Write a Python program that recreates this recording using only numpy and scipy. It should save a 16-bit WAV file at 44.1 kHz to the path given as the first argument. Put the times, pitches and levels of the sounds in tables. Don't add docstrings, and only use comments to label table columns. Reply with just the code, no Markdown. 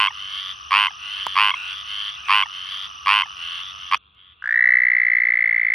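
import sys
import numpy as np
from scipy import signal
from scipy.fft import rfft, irfft
from scipy.io import wavfile
from scipy.ndimage import uniform_filter1d

SR = 44100
rng = np.random.default_rng(int(sys.argv[2]) if len(sys.argv) > 2 else 0)


def to_wav(s):
    ch = np.atleast_2d(s).T
    pcm = np.round(np.clip(ch, -1, 1) * 32767)
    wavfile.write(sys.argv[1], SR, pcm.astype(np.int16))


N = 253134
TIME = np.arange(N) / SR
PULSE_HZ = np.fft.rfftfreq(2048, 1 / SR)
CUT_S, BANK_S, TRILL_START_S = 3.9545, 3.976, 4.4223

# (first pulse [s], last pulse [s], pause to cluck [s], cluck level [dB], second cluck [dB])
CROAKS = [(-.0566, .0723, .0107, -20.5, -34), (.7193, .869, .014, -25, -40),
          (1.3664, 1.5055, .0105, -21, -22), (2.2954, 2.4243, .0103, -20, -34),
          (3.0712, 3.221, .0137, -24.5, -38), (3.9243, 4.0737, .014, -24, -38)]
# (frequency [Hz], gain [dB])
FROG_BODY = [(200, -40), (550, -40.5), (830, -12.5), (1100, -2.5), (1400, -9), (1800, -7.5), (2500, -6),
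             (3200, -6), (3900, -27), (4600, -22), (5600, -33.5), (6700, -57), (9400, -31), (13000, -55)]
def near_frog(pulses_per_s=101, tighten_share=.68, sac_fill_s=.032):
    out, body = np.zeros(N), minimum_phase(FROG_BODY)
    slack_hz, tight_hz = 1100, 1425
    sac_hz, sac_width_hz, full_db, empty_db = 1052, 86, 6.5, 25
    for first, last, pause, cluck_db, second_db in CROAKS:
        share = np.linspace(0, 1, round((last - first) * pulses_per_s) + 1)
        centred = 2 * share - 1
        times = first + (last - first) * share + .002 * (centred ** 5 - centred)
        times += np.cumsum(.00006 * rng.standard_normal(len(times)))
        levels = -14.5 + envelope_db(share, rise=.06, rise_db=1, fall=.7, fall_db=4.5)
        pitches = glide(share / tighten_share, slack_hz, tight_hz)
        for s, db, fold_hz in zip(times, levels, pitches):
            empty = np.exp((first - s) / sac_fill_s)
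            sac = resonance(sac_hz, sac_width_hz, full_db + (empty_db - full_db) * empty)
            bright_edge = resonance(hz=4690, width_hz=1300, db=14.5 * empty)
            throat = resonance(2 * fold_hz, width_hz=290, db=8)
            add_pulse(out, s, db, fold_hz, body * throat * sac * bright_edge, jitter=.018)
        lead_in = body * resonance(sac_hz, sac_width_hz, full_db)
        add_pulse(out, first - .0097, db=-24.5, fold_hz=slack_hz, body=lead_in, jitter=.03)
        add_cluck(out, last + pause, cluck_db)
        add_cluck(out, last + pause + .026, second_db)
    heard = place(out, lead_samples=1.3, balance_db=-1.3) + scatter(out, t60=.08, wet_db=-17)
    return heard * np.clip((CUT_S - TIME) / .0005, 0, 1)


# (delay [fold cycles], level [dB])
FOLD_SLAPS = [(-2.5, -8.5), (-7.5, -15), (-0.5, 3.5), (0.5, -10.5), (2.28, -2)]
def add_pulse(mix, s, db, fold_hz, body, jitter):
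    cycles, slap_db = np.transpose(FOLD_SLAPS)
    margin_s = 256 / SR
    delays = margin_s + (cycles + jitter * rng.standard_normal(len(cycles))) / fold_hz
    slaps = amp(slap_db) @ np.exp(-2j * np.pi * np.outer(delays, PULSE_HZ))
    pulse = irfft(body * slaps)
    pulse *= np.sqrt(SR / 100 / np.sum(pulse ** 2))
    add(mix, s - margin_s, amp(db) * pulse)


# (frequency [multiple of the fundamental], level [dB])
CLUCK_HARMONICS = [(1, -3), (2, -3.5), (3, -4.5)]
def add_cluck(mix, s, db, length_s=.0094):
    t = TIME[TIME < length_s]
    hz = 1063 + 13 * (db + 23)
    tone = sum(amp(db_k) * np.sin(2 * np.pi * (k * hz * t + rng.random())) for k, db_k in CLUCK_HARMONICS)
    add(mix, s - length_s / 2, amp(db) * unit_rms(np.hanning(len(t)) * tone))


# (time [s], rate [pulses/s])
TRILL_RATE = [(4.423, 58.58), (4.687, 62.07), (5.15, 59.19), (5.74, 56.78)]
# (frequency [multiple of the fundamental], level [dB], change at onset [dB])
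TOAD_OVERTONES = [(2.07, -39, 9), (2.889, -51, 11), (5.14, -49.5, -14.5)]
# (frequency [Hz], spectral density [dB])
RASP = [(200, -23.5), (600, -1.5), (1300, 6), (3300, -10), (4700, -9), (5900, -10), (6800, -27.5),
        (9600, -16.5), (12500, -37.5), (15200, -22.5)]
def toad(pulse_s=.0113, rasp_likeness=.77, overtone_settle_s=.26, body_hz=1164, knock_s=.002):
    out, t = np.zeros(N), TIME[:SR // 70]
    pulse_count = np.cumsum(curve(TRILL_RATE, TIME)[0] * (TIME >= TRILL_START_S)) / SR
    times = TIME[1:][np.diff(np.ceil(pulse_count)) > 0]
    breath = coloured_noise(RASP, COHERENCE)[0]
    common_rasp, *fresh_rasps = breath[:(len(times) + 1) * len(t)].reshape(-1, len(t))
    knock = amp(-30) * t / knock_s * np.exp(1 - t / knock_s) * np.sin(2 * np.pi * body_hz * t)
    for s, fresh_rasp, db, hz, harsh in zip(times, fresh_rasps, *trill_contour(times - TRILL_START_S)):
        level_drift, speed_drift, pitch_drift = rng.standard_normal(3)
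        share = np.minimum(t * (1 + .066 * speed_drift) / pulse_s, 1)
        swell = share ** 1.35 * (1 - share) ** 2.7
        swell /= swell.max()
        sag = 1.0086 - .42 * share ** 3.16
        phase = 2 * np.pi * np.cumsum(hz * sag * (1 + .003 * pitch_drift)) / SR
        early = np.exp((TRILL_START_S - s) / overtone_settle_s)
        overtones = sum(amp(db_k + early * lift) * np.sin(k * phase) for k, db_k, lift in TOAD_OVERTONES)
        snap = amp(5) * harsh * np.exp(-((t - .0021) / .0008) ** 2) * np.sin(phase)
        whistle = unit_rms(swell * (np.sin(phase) + overtones) + snap)
        rasp = rasp_likeness * common_rasp + np.sqrt(1 - rasp_likeness ** 2) * fresh_rasp
        rasp *= amp(-41) + harsh * amp(-19)
        add(out, s, amp(db + .5 * level_drift) * (whistle + swell * rasp + knock))
    return place(out, lead_samples=-1.5, balance_db=.1) + scatter(out, t60=.06, wet_db=-25)


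def trill_contour(age_s, fill_s=.065, drop_after_s=.35, scoop_s=.096, harsh_s=.14, taut_harshness=.17):
    since_drop_s = np.maximum(age_s - drop_after_s, 0)
    db = -13.5 - 20.5 * np.exp(-age_s / fill_s)
    db -= 1.98 * (since_drop_s > 0) + 3 * since_drop_s
    hz = 2007 - 457 * np.exp(-age_s / scoop_s) + 67.6 * age_s
    slack = np.maximum(1 - (age_s / harsh_s) ** 2, 0)
    return db, hz, taut_harshness + (1 - taut_harshness) * slack


# (start [s], end [s], level [dB], top fold pitch [Hz])
ANSWERS = [(0.131, .411, -35, 1575), (0.293, 0.524, -32.5, 1663), (.988, 1.247, -34.5, 1495),
           (1.065, 1.356, -32, 1603), (1.515, 1.746, -33.5, 1392), (1.638, 1.828, -35, 1660),
           (1.847, 2.108, -30.5, 1593), (1.982, 2.165, -38.5, 1690), (2.151, 2.221, -39.5, 1440),
           (2.235, 2.42, -33.5, 1365), (2.486, 2.774, -34.5, 1583), (2.658, 2.871, -33, 1672),
           (3.357, 3.619, -32.5, 1513), (3.403, 3.722, -37.5, 1696), (3.756, 4.015, -39.5, 1633),
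           (4.149, 4.334, -52.5, 1670), (4.378, 4.47, -56.5, 1450)]
# (frequency [Hz], gain [dB])
FAR_BODY = [(300, -38), (800, -20.5), (1200, -11), (1500, -20), (1900, -4), (2400, -16), (3100, 1),
            (3500, -6.5), (3900, -18), (4500, -13.5), (7200, -61), (10000, -27), (12500, -46),
            (15200, -47.5)]
# (frequency [Hz], gain [dB])
DIRECT_PATH = [(1700, -9.5), (2700, 1.5)]
REFLECTED_PATH = [(1700, -3), (2700, -1)]
def neighbours(pulses_per_s=96, typical_fold_hz=1598, dull_below_db=-35):
    out, sac = np.zeros(N), resonance(hz=1300, width_hz=430, db=14.5)
    treble = np.clip((PULSE_HZ - 3500) / 1200, 0, 1)
    rates = pulses_per_s * np.exp(.05 * rng.standard_normal(len(ANSWERS)))
    for (start, end, db, top_hz), rate in zip(ANSWERS, rates):
        times = np.arange(start, end, 1 / rate)
        times += .00018 * rng.standard_normal(len(times))
        share = np.linspace(0, 1, len(times))
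        levels = db + envelope_db(share, rise=.23, rise_db=10, fall=.046, fall_db=4)
        body = sac * minimum_phase([(hz * top_hz / typical_fold_hz, gain) for hz, gain in FAR_BODY])
        body *= amp(-.97 * max(dull_below_db - db, 0) * treble)
        for s, pulse_db, fold_hz in zip(times, levels, glide(share, .88 * top_hz, top_hz)):
            throat = resonance(2 * fold_hz, width_hz=230, db=7)
            add_pulse(out, s, pulse_db, fold_hz, body * throat, jitter=.045)
    direct = place(filtered(out, DIRECT_PATH), lead_samples=.2, balance_db=.5)
    return direct + scatter(filtered(out, REFLECTED_PATH), t60=.082, wet_db=-2)


# (time [s], duration [s], peak level [dB], frequency [Hz])
POPS = [(1.2673, 0.00431, -10, 990)]
def pop(decay_s=.0023):
    out = np.zeros(N)
    for s, length, db, hz in POPS:
        t = TIME[TIME < length]
        add(out, s, amp(db) * np.exp(-t / decay_s) * np.cos(2 * np.pi * hz * t))
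    return place(out, lead_samples=1, balance_db=-4)


# (position [share of the stroke], amplitude [relative], frequency [Hz])
WING_STROKE = [(0, 0.8, 6120), (.15, 0, 5934), (.4, 1, 5840), (.6, 0.31, 5690), (.8, 0.22, 5297),
               (1, 0, 5184)]
def cricket(start_s=.006, strokes_per_s=38.44, waver_hz=60, db=-53.5):
    stroke = ((TIME - start_s) * strokes_per_s) % 1
    swell, hz = curve(WING_STROKE, stroke)
    swell *= np.clip(np.minimum(stroke, 1 - stroke) / .06, 0, 1)
    waver = unit_rms(uniform_filter1d(rng.standard_normal(N), size=120))
    phase = 2 * np.pi * np.cumsum(hz + waver_hz * waver) / SR
    song = amp(db) * unit_rms(swell * np.sin(phase))
    heard = place(song, lead_samples=.5, balance_db=0) + scatter(song, t60=.12, wet_db=-9)
    return heard * (TIME < BANK_S)


# (frequency [Hz], spectral density [dB])
POND_CHORUS = [(290, -48.5), (500, -35), (615, -57.5), (677, -20.5), (833, -32.5), (860, -19.5), (910, -22),
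               (993, -17.5), (1170, 0.5), (1330, -2), (1380, -12.5), (2300, -26), (2390, -19), (2870, -2.5),
               (3370, -11.5), (4380, -31.5), (7410, -120)]
CHORUS_OVERTONES = [(3300, -40), (4400, -2), (5400, 1), (6400, -32), (8200, -35), (9500, -16), (11500, -20),
                    (13000, -44)]
BANK_CHORUS = [(240, -40.5), (400, -14), (523, -33.5), (708, -16.5), (760, -17.5), (854, -22), (1100, -4),
               (1240, 1.5), (1870, -27), (2420, -12.5), (2720, -3), (3030, -10.5), (3370, -0.5),
               (4380, -31.5), (7410, -120)]
AIR_RUMBLE = [(12, -52), (20, -27), (70, 4), (114, -4.5), (157, -8.5), (304, -19), (357, -20.5), (500, -18),
              (650, -47.5), (1100, -120)]
# (frequency [Hz], correlation [-1 to 1])
COHERENCE = [(60, 1), (130, 0.83), (280, -0.98), (620, 0.57), (1340, -0.64), (2920, 0.96)]
def chorus_and_air(throb_db=2.5):
    pulse_rates = rng.uniform(94, 110, size=6)
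    beating = unit_rms(sum(np.sin(2 * np.pi * (rate * TIME + rng.random())) for rate in pulse_rates))
    throb = unit_rms(amp(throb_db * beating))
    air = coloured_noise(AIR_RUMBLE, coherence=[(20, .95), (500, .98)])
    chorus = amp(-38.5) * coloured_noise(POND_CHORUS, COHERENCE)
    chorus += amp(-57) * coloured_noise(CHORUS_OVERTONES, COHERENCE)
    pond = throb * chorus + amp(-59) * air
    bank = amp(-57.5) * throb * coloured_noise(BANK_CHORUS, COHERENCE) + amp(-66) * air
    return np.where(TIME < BANK_S, pond, bank)


def envelope_db(share, rise, rise_db, fall, fall_db):
    return -rise_db * np.maximum(1 - share / rise, 0) - fall_db * np.maximum(1 - (1 - share) / fall, 0)


def glide(share, low_hz, high_hz):
    return low_hz + (high_hz - low_hz) * np.sin(np.pi / 2 * np.minimum(share, 1))


def resonance(hz, width_hz, db):
    return 1 + (amp(db) - 1) / (1 + 1j * (PULSE_HZ ** 2 - hz ** 2) / (width_hz * PULSE_HZ + 1e-9))


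def minimum_phase(colour):
    log_gain = np.log(amp(spectrum(colour, PULSE_HZ)))
    mirrored = np.concatenate([log_gain, log_gain[-2:0:-1]])
    return np.exp(np.conj(signal.hilbert(mirrored)))[:len(PULSE_HZ)]


def place(x, lead_samples, balance_db):
    left = np.exp(1j * np.pi * np.fft.rfftfreq(N) * lead_samples) * amp(balance_db / 2)
    return irfft(rfft(x) * np.array([left, 1 / left]), N)


def scatter(x, t60, wet_db):
    t = TIME[:SR // 2]
    tail = rng.standard_normal((2, len(t))) * amp(-60 * t / t60) * (t > .003)
    tail /= np.linalg.norm(tail, axis=1, keepdims=True)
    return amp(wet_db) * signal.oaconvolve(x[None], tail, axes=1)[:, :N]


def coloured_noise(colour, coherence):
    hz = np.fft.rfftfreq(N, 1 / SR)
    left, independent = rfft(rng.standard_normal((2, N)))
    shared = spectrum(coherence, hz)
    right = shared * left + np.sqrt(1 - shared ** 2) * independent
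    return unit_rms(irfft(np.array([left, right]) * amp(spectrum(colour, hz)), N))


def filtered(x, colour):
    return irfft(rfft(x) * amp(spectrum(colour, np.fft.rfftfreq(N, 1 / SR))), N)


def spectrum(points, hz):
    f, value = np.transpose(points)
    return np.interp(np.log(hz + 1), np.log(f + 1), value)


def curve(rows, at):
    first, *columns = np.transpose(rows)
    return [np.interp(at, first, c) for c in columns]


def add(mix, s, sound):
    start = round(s * SR)
    sound = sound[max(-start, 0):]
    part = mix[max(start, 0):][:len(sound)]
    part += sound[:len(part)]


def amp(db):
    return 10 ** (np.asarray(db) / 20)


def unit_rms(x):
    return x / np.sqrt(np.mean(x ** 2) + 1e-20)


def scene():
    bank_answers_s = ANSWERS[-2][0]
    answers = neighbours() * ((TIME < BANK_S) | (TIME > bank_answers_s))
    return near_frog() + answers + cricket() + pop() + toad() + chorus_and_air()


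def record(dry):
    low_pass = signal.firwin(511, 15900, window=("kaiser", 9), fs=SR)
    return signal.oaconvolve(dry, low_pass[None], "same")


dry = scene()
out = record(dry)
to_wav(out)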